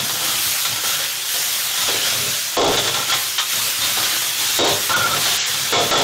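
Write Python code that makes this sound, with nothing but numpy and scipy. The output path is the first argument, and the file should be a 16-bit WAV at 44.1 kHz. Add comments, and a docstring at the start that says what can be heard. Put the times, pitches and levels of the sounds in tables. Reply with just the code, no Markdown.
"""Stir-fry in a wok

Noodles and bean sprouts sizzle in a hot wok. A steel spatula turns them: the blade scrapes, squeals
and knocks, the pan booms on its stand in a small kitchen, and wok and stove rumble under each push.
A close mono microphone feeds a fast limiter; the hardest knocks duck the sizzle and distort."""
import sys
import numpy as np
from scipy import signal
from scipy.fft import rfft, irfft, next_fast_len
from scipy.io import wavfile
from scipy.ndimage import uniform_filter1d, map_coordinates

SR = 44100
rng = np.random.default_rng(int(sys.argv[2]) if len(sys.argv) > 2 else 0)


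def waveform_to_disk(signal):
    """Save audio, clipped to [-1, 1], as 16-bit WAV at the path in sys.argv[1]."""
    frames = np.transpose(np.atleast_2d(signal))
    scaled = np.clip(frames, -1, 1) * 32767
    samples = np.round(scaled).astype(np.int16)
    wavfile.write(sys.argv[1], SR, samples)


N = 266319

# wet food lands on hot steel: start_s, length_s, fry_db, spray_re_fry_db
FRY_FLARES = [(0, 0.16, -30, -3), (0.19, 0.41, -26, -6), (.36, 0.09, -34, 5), (.79, 0.12, -26, -4),
              (1.247, 0.37, -26.5, -3.5), (1.702, 0.23, -26.5, -9), (1.999, 0.35, -25.5, -12),
              (2.663, 0.34, -31.5, -15), (3.049, 0.19, -29, -3.5), (3.456, 0.24, -26, -4),
              (3.795, 0.5, -27, -4.5), (4.35, .37, -23.5, -13), (4.78, 0.54, -30.5, -4),
              (5.153, 0.32, -24.5, -17), (5.55, 0.56, -29.5, -18)]
# droplets bursting in oil: freq_hz, level_db
SIZZLE_SPECTRUM = [(30, -60), (150, -30), (300, -26.5), (700, -12), (1400, -2), (2400, -0.5), (3300, 3),
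                   (4500, 1), (6800, 1), (7800, -3), (10000, -5.5), (16000, -9)]
# fine spray: freq_hz, level_db
SPRAY_SPECTRUM = [(500, -70), (3000, -40), (6500, -32), (8500, 0.5), (10500, -5), (12500, 0.5), (14500, -3),
                  (16000, -9.5)]
# stove rumble: freq_hz, level_db
STOVE_SPECTRUM = [(20, -62), (60, -29), (85, -13.5), (105, 0), (122, -6), (140, 0), (165, -13.5),
                  (205, -7.5), (400, -18), (1500, -58)]
# spatula strokes: start_s, length_s, scrape_db, pan_rub_db, stove_push_db, edge_hz, whine_db
SPATULA_STROKES = [(0, .04, -31, -34, -35.5, 3420, -30), (.12, 0.35, -29, -33, -41, 3470, -45),
                   (.66, .08, -29.5, -40, -40, 3610, -41), (.83, .19, -23.5, -35, -46, 3250, -35),
                   (1.33, 0.41, -33.5, -41, -51, 3370, -33), (1.77, .16, -22, -37, -44, 3690, -27),
                   (1.95, .12, -21, -33, -41.5, 2980, -26), (2.11, .19, -36, -34.5, -37.5, 3500, -42),
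                   (2.6, .19, -23.5, -37, -33, 3430, -30), (2.83, .2, -25, -27.5, -40, 3490, -33),
                   (3.07, .08, -24.5, -37, -40, 3330, -24), (3.38, .05, -31, -63, -65, 3710, -21),
                   (3.52, .14, -29, -37, -43, 3665, -34), (3.77, .39, -22.5, -36.5, -42.5, 3370, -37),
                   (4.2, 0.36, -33, -39.5, -50, 3465, -27.5), (4.59, .14, -28, -36, -31.5, 3720, -22),
                   (4.89, .3, -24.5, -25.5, -34, 3450, -32), (5.21, .13, -24, -33, -44, 3750, -29),
                   (5.47, .23, -28, -33.5, -43, 3415, -30), (5.72, .08, -19, -34, -27, 3410, -23),
                   (5.91, .13, -19, -19.5, -30.5, 3436, -21)]
# steel grating on steel: freq_hz, level_db
GRIT_SPECTRUM = [(30, -65), (200, -45), (500, -19.5), (750, -7), (1100, -6.5), (1400, -1), (2400, -1),
                 (3500, 3), (4500, -0.5), (7000, -2.5), (9000, -14), (16000, -60)]
# dull body noise of the pan: freq_hz, level_db
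THUD_SPECTRUM = [(20, -45), (100, -19), (220, -10), (330, -5), (460, 3), (620, -1), (820, -1), (1280, -8),
                 (1600, -41), (5000, -77)]
# steel spatula: freq_hz, level_db, t60_s
BLADE_MODES = [(797, -13, 0.11), (1002, -7, 0.099), (1233, -10, 0.083), (1359, -1, 0.14), (1462, -7, 0.072),
               (1786, -1, 0.065), (2200, -8, 0.19), (3093, -5, 0.12), (3280, -8, .13), (3400, -5.5, 0.26),
               (3614, -19, 0.082), (3700, -0.5, 0.14), (3850, 7.5, 0.051), (4480, -5, 0.11)]
# wok on its stand: freq_hz, level_db, t60_s
WOK_MODES = [(260.2, -13, 0.21), (286, -13, 0.17), (342.7, -6, 0.25), (402.7, -8, 0.28), (426.8, -3, 0.2),
             (478, 0, 0.18), (511, -3.5, 0.14), (561, -2.5, 0.066), (582.5, -6, 0.2), (650, -4, 0.1),
             (705.5, -4, 0.17), (787, -13, 0.25), (806, -15, 0.18), (927, -16, 0.19), (933, -5, 0.16),
             (1060, -7, 0.29), (1184, -24, 0.15), (1238, -9.5, 0.23), (1350, -17, 0.23)]
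# light blade taps: start_s, wok_db, blade_db, hardness_db_per_octave
BLADE_TAPS = [(.001, -30, -24.5, 6), (.095, -27.5, -24, 6.5), (.651, -35.5, -19.5, 1), (.837, -32, -29, 3),
              (1.775, -40, -32, -6), (1.883, -20, -23, -4), (1.94, -23, -26, -10), (2.12, -28, -40, -1),
              (2.772, -18.5, -11.5, 0), (2.874, -27.5, -19, 7), (2.943, -31, -20.5, -4),
              (3.098, -36, -20, 12), (3.122, -23, -12, 16), (3.382, -21, -12, 24), (3.53, -36, -24.5, 6),
              (3.973, -24, -35, 8), (4.029, -30, -21.5, 8), (4.895, -18.5, -21, 14), (4.942, -17, -19, 19),
              (5.108, -28, -31, 8), (5.165, -29, -23.5, 0), (5.255, -27, -21, 5)]
# knocks that rock the wok: start_s, wok_db, blade_db, hardness_db_per_octave, rebound_gap_s
HARD_KNOCKS = [(2.569, -2, -10.5, -1, .044), (4.589, -4.5, -9, -4, 0.034), (5.725, -5.5, -8.5, -0.5, .027),
               (5.912, -8, -9.5, 1, 0.041)]
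# the edge sticks and squeals: start_s, length_s, pitch_hz, level_db
EDGE_SQUEALS = [(0.88, 0.18, 1336, -36), (2.978, 0.063, 1353, -27.5), (3.085, 0.074, 1365, -26),
                (4.597, 0.062, 3800, -14), (4.889, 0.041, 1340, -18), (4.935, .034, 1447, -15),
                (4.993, 0.043, 1388, -15.5), (5.033, .042, 1388, -12), (5.085, 0.065, 1314, -20.5),
                (5.726, .04, 1350, -15.5), (5.73, 0.062, 2210, -16), (5.918, 0.054, 1348, -11)]

SIMMER_DB, SIMMER_SPRAY_DB = -28, -39  # gain floors between flares
STIR_DB, RUMBLE_FLOOR_DB = -43, -52  # gain floors between strokes: shifting food, faint low rumble


def amp(db):
    """Decibels to gain."""
    return 10 ** (np.asarray(db) / 20)


def unit(x):
    """Scale to rms 1."""
    return x / np.sqrt(np.mean(x ** 2) + 1e-20)


def add(track, start_s, sound):
    """Mix a sound into the track."""
    part = track[max(round(start_s * SR), 0):][:len(sound)]
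    part += sound[:len(part)]


def wobble(rate_hz):
    """Smooth random curve through rate_hz knots a second."""
    knots = rng.standard_normal(int(N * rate_hz / SR) + 4)
    return map_coordinates(knots, [np.arange(N) * rate_hz / SR])


def colour(x, spectrum):
    """Shape x by a (freq_hz, level_db) spectrum; rms 1."""
    size = next_fast_len(len(x) + 8192)
    hz, db = np.transpose(spectrum)
    gain = amp(np.interp(np.log(np.fft.rfftfreq(size, 1 / SR) + 1), np.log(hz), db))
    return unit(irfft(rfft(x, size) * gain, size)[:len(x)])


def lowpass(x, cutoff_hz):
    """Brick-wall low-pass."""
    size = next_fast_len(N + 8192)
    return irfft(rfft(x, size) * (np.fft.rfftfreq(size, 1 / SR) < cutoff_hz), size)[:, :N]


def ticks(rate_hz, spread_db):
    """Impulses of random time and size; rms 1."""
    hits = rng.random(N) < rate_hz / SR
    return unit(hits * rng.standard_normal(N) * amp(spread_db * rng.standard_normal(N)))


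def swells(starts_s, lengths_s, levels_db, attack_s, release_s):
    """Rise-hold-decay events summed in power; one gain curve per level column."""
    power = np.zeros((len(levels_db), N))
    for start_s, length_s, db in zip(starts_s, lengths_s, np.transpose(levels_db)):
        first = max(round(start_s * SR), 0)
        t = np.arange(min(N - first, 2 * SR)) / SR
        shape = np.minimum(t / attack_s, 1) * np.exp(-np.maximum(t - length_s, 0) / release_s)
        power[:, first:first + len(t)] += (amp(db)[:, None] * shape) ** 2
    return np.sqrt(power)


def patchy(x, depth_db):
    """Spots of the pan flare and dry out, each briefly and at its own pitch; rms 1."""
    bins = signal.stft(x, nperseg=512)[2]
    patches = uniform_filter1d(rng.standard_normal(bins.shape), size=4, axis=0)
    patches = unit(uniform_filter1d(patches, size=7, axis=1))
    return unit(signal.istft(bins * amp(depth_db * patches), nperseg=512)[1][:N])


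def sizzle():
    """Droplets burst in the oil over steam hiss and fine spray; a few spit louder."""
    start_s, length_s, fry_db, spray_db = np.transpose(FRY_FLARES)
    fry, spray = swells(start_s, length_s, [fry_db, fry_db + spray_db], attack_s=0.065, release_s=0.2)
    droplets = ticks(rate_hz=5000, spread_db=2.5)
    steam = amp(4) * rng.standard_normal(N)
    spits = amp(-17) * ticks(rate_hz=96, spread_db=12)
    body = amp(3) * patchy(colour(droplets + steam + spits, SIZZLE_SPECTRUM), depth_db=1.76)
    flicker = amp(3 + 0.3 * wobble(33))
    mist = flicker * patchy(colour(ticks(rate_hz=12000, spread_db=2), SPRAY_SPECTRUM), depth_db=2.5)
    return np.hypot(fry, amp(SIMMER_DB)) * body + np.hypot(spray, amp(SIMMER_SPRAY_DB)) * mist


def stroke_gains():
    """Gain curves of the strokes: scrape, rub, push, whine."""
    start_s, length_s, scrape_db, rub_db, push_db, _, whine_db = np.transpose(SPATULA_STROKES)
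    levels_db = [scrape_db, rub_db, push_db, whine_db]
    return swells(start_s, length_s, levels_db, attack_s=0.018, release_s=0.07)


def stove():
    """Wok and stove rumble under the spatula's pushes, over a faint steady low rumble."""
    _, _, push, _ = stroke_gains()
    return np.hypot(push, amp(RUMBLE_FLOOR_DB)) * colour(rng.standard_normal(N), STOVE_SPECTRUM)


def ring(modes, scatter_db, detune):
    """Steel touched once; each spot gives a new blend of modes, slightly retuned."""
    t = np.arange(SR // 3) / SR
    hz, db, t60_s = np.transpose(modes)[:, :, None]
    gain = amp(db + scatter_db * rng.standard_normal(hz.shape))
    hz = hz * (1 + detune * rng.standard_normal(hz.shape))
    phase = 2 * np.pi * (hz * t + rng.random(hz.shape))
    partials = gain * np.exp(-np.log(1000) * t / t60_s) * np.sin(phase)
    return np.sum(partials, 0) / np.sqrt(np.sum(gain ** 2) / 2)


def rubbed(slips, modes, scatter_db, detune):
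    """Slips drive the modes; the blend changes as the contact travels; rms 1."""
    out, hop = np.zeros(N), SR // 5
    window = signal.windows.cosine(2 * hop)
    for first in range(0, N, hop):
        part = slips[first:first + 2 * hop]
        response = ring(modes, scatter_db, detune)
        add(out, first / SR, signal.fftconvolve(part * window[:len(part)], response))
    return unit(out)


def edge_tone(width_hz):
    """Edge resonance: a narrow rough band, pitched by each stroke's contact point; rms 1."""
    knots = sorted((start_s + share * length_s, hz)
                   for start_s, length_s, *_, hz, _ in SPATULA_STROKES for share in (0, 0.5))
    pitch_hz = np.interp(np.arange(N) / SR, *np.transpose(knots))
    phase = 2 * np.pi * np.cumsum(pitch_hz) / SR
    return unit(wobble(width_hz) * np.cos(phase) + wobble(width_hz) * np.sin(phase))


def scraping():
    """The edge slips over seasoned steel in tiny jerks that drive blade and pan."""
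    scrape, rub, _, whine = stroke_gains()
    judder = amp(2.66 * wobble(40))
    slips = ticks(rate_hz=2000, spread_db=2) * judder
    grit = amp(-1) * colour(slips, GRIT_SPECTRUM)
    blade = amp(-8.5) * rubbed(slips, BLADE_MODES, scatter_db=6.5, detune=0.0114)
    edge = amp(-6.5 + 3.8 * wobble(30)) * edge_tone(width_hz=500)
    pan = amp(-6.5) * rubbed(slips, WOK_MODES, scatter_db=9, detune=0.0488)  # food shifts the modes
    pan += amp(-7) * colour(slips, THUD_SPECTRUM)
    return scrape * (grit + blade) + whine * edge + np.hypot(rub, amp(STIR_DB)) * pan


def noise_burst(spectrum, t60_s):
    """Coloured noise with exponential decay."""
    t = np.arange(SR // 3) / SR
    return colour(rng.standard_normal(len(t)), spectrum) * np.exp(-np.log(1000) * t / t60_s)


def tilted(table, db_per_octave, corner_hz=400):
    """Tilt modes or a spectrum above the corner."""
    return [(hz, db + db_per_octave * np.log2(max(hz / corner_hz, 1)), *rest) for hz, db, *rest in table]


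def knock_contacts(count, loss_db):
    """A knocked wok rocks back against blade and stand, each contact weaker."""
    return [(start_s + k * gap_s, wok_db - k * loss_db, blade_db - k * loss_db, hardness)
            for start_s, wok_db, blade_db, hardness, gap_s in HARD_KNOCKS for k in range(count)]


def blows():
    """Taps and knocks ring wok and blade; the edge chatters briefly on the steel."""
    out, chatter = np.zeros(N), np.zeros(N)
    t = np.arange(SR // 3) / SR
    for start_s, wok_db, blade_db, hardness in knock_contacts(count=3, loss_db=2) + list(BLADE_TAPS):
        # bare steel wakes the upper modes; noodles under the blade leave the low ones
        boom = amp(-1) * ring(tilted(WOK_MODES, hardness), scatter_db=1.5, detune=0.003)
        thud = amp(-5.5) * noise_burst(tilted(THUD_SPECTRUM, hardness), t60_s=0.22)
        clang = ring(BLADE_MODES, scatter_db=4, detune=0.0026)
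        rattle = amp(2) * noise_burst(GRIT_SPECTRUM, t60_s=0.13)
        add(out, start_s, amp(wok_db) * (boom + thud) + amp(blade_db) * (clang + rattle))
        add(chatter, start_s, amp(blade_db - 5.5) * np.exp(-t / 0.025))
    return out + chatter * edge_tone(width_hz=280)


def squeals(jitter=0.021, rough_db=5, upper_hz=2215, upper_db=-14):
    """Stick-slip locks briefly onto bending modes of the steel; pitch wavers, level stutters."""
    out = np.zeros(N)
    drift = 1 + jitter * wobble(300)
    stutter = unit(amp(rough_db * wobble(120)))
    for start_s, length_s, pitch_hz, level_db in EDGE_SQUEALS:
        phase_per_hz = 2 * np.pi * np.cumsum(drift[round(start_s * SR):][:int(length_s * SR)]) / SR
        tone = np.sin(pitch_hz * phase_per_hz) + amp(upper_db) * np.sin(upper_hz * phase_per_hz)
        add(out, start_s, amp(level_db) * signal.windows.tukey(len(tone), 0.4) * tone)
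    return out * stutter


def kitchen(x, t60_s, wet_db):
    """Hard cupboards and worktops add a short echo."""
    tail = noise_burst([(100, 5.5), (4000, -5.5), (16000, -8)], t60_s)
    return x + amp(wet_db) * signal.fftconvolve(x, tail / np.linalg.norm(tail))[:N]


def limiter(x, ceiling_db, window_s, treble_hz, treble_squeeze):
    """Cut gain while short-term rms tops the ceiling; treble loses treble_squeeze times the dB again."""
    size = int(window_s * SR)
    level = np.sqrt(np.abs(uniform_filter1d(x[0] ** 2, size)) + 1e-12)
    gain = uniform_filter1d(np.minimum(1, amp(ceiling_db) / level), size)
    low = lowpass(x, treble_hz)
    return gain * (low + gain ** treble_squeeze * (x - low))


def treble_dip(x, start_s, length_s, depth_db, above_hz):
    """The top of the hiss dips once, briefly."""
    dip_db = np.zeros(N)
    add(dip_db, start_s, depth_db * signal.windows.tukey(int(length_s * SR), 0.5))
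    low = lowpass(x, above_hz)
    return low + amp(dip_db) * (x - low)


def scene():
    """All sources centred; only the steel sounds get the room echo."""
    mono = sizzle() + stove() + kitchen(scraping() + blows() + squeals(), t60_s=0.49, wet_db=-14)
    return np.array([mono, mono])


def record(dry):
    """Fast limiter, soft clip, one treble dip, band limit."""
    x = limiter(dry, ceiling_db=-15, window_s=0.0024, treble_hz=8100, treble_squeeze=2.2)
    x = x / (1 + np.abs(x / amp(-9.7)) ** 6) ** (1 / 6)  # soft clip
    x = treble_dip(x, start_s=5.365, length_s=0.11, depth_db=-21, above_hz=8000)
    return lowpass(x, cutoff_hz=15750)


dry = scene()
out = record(dry)
waveform_to_disk(out)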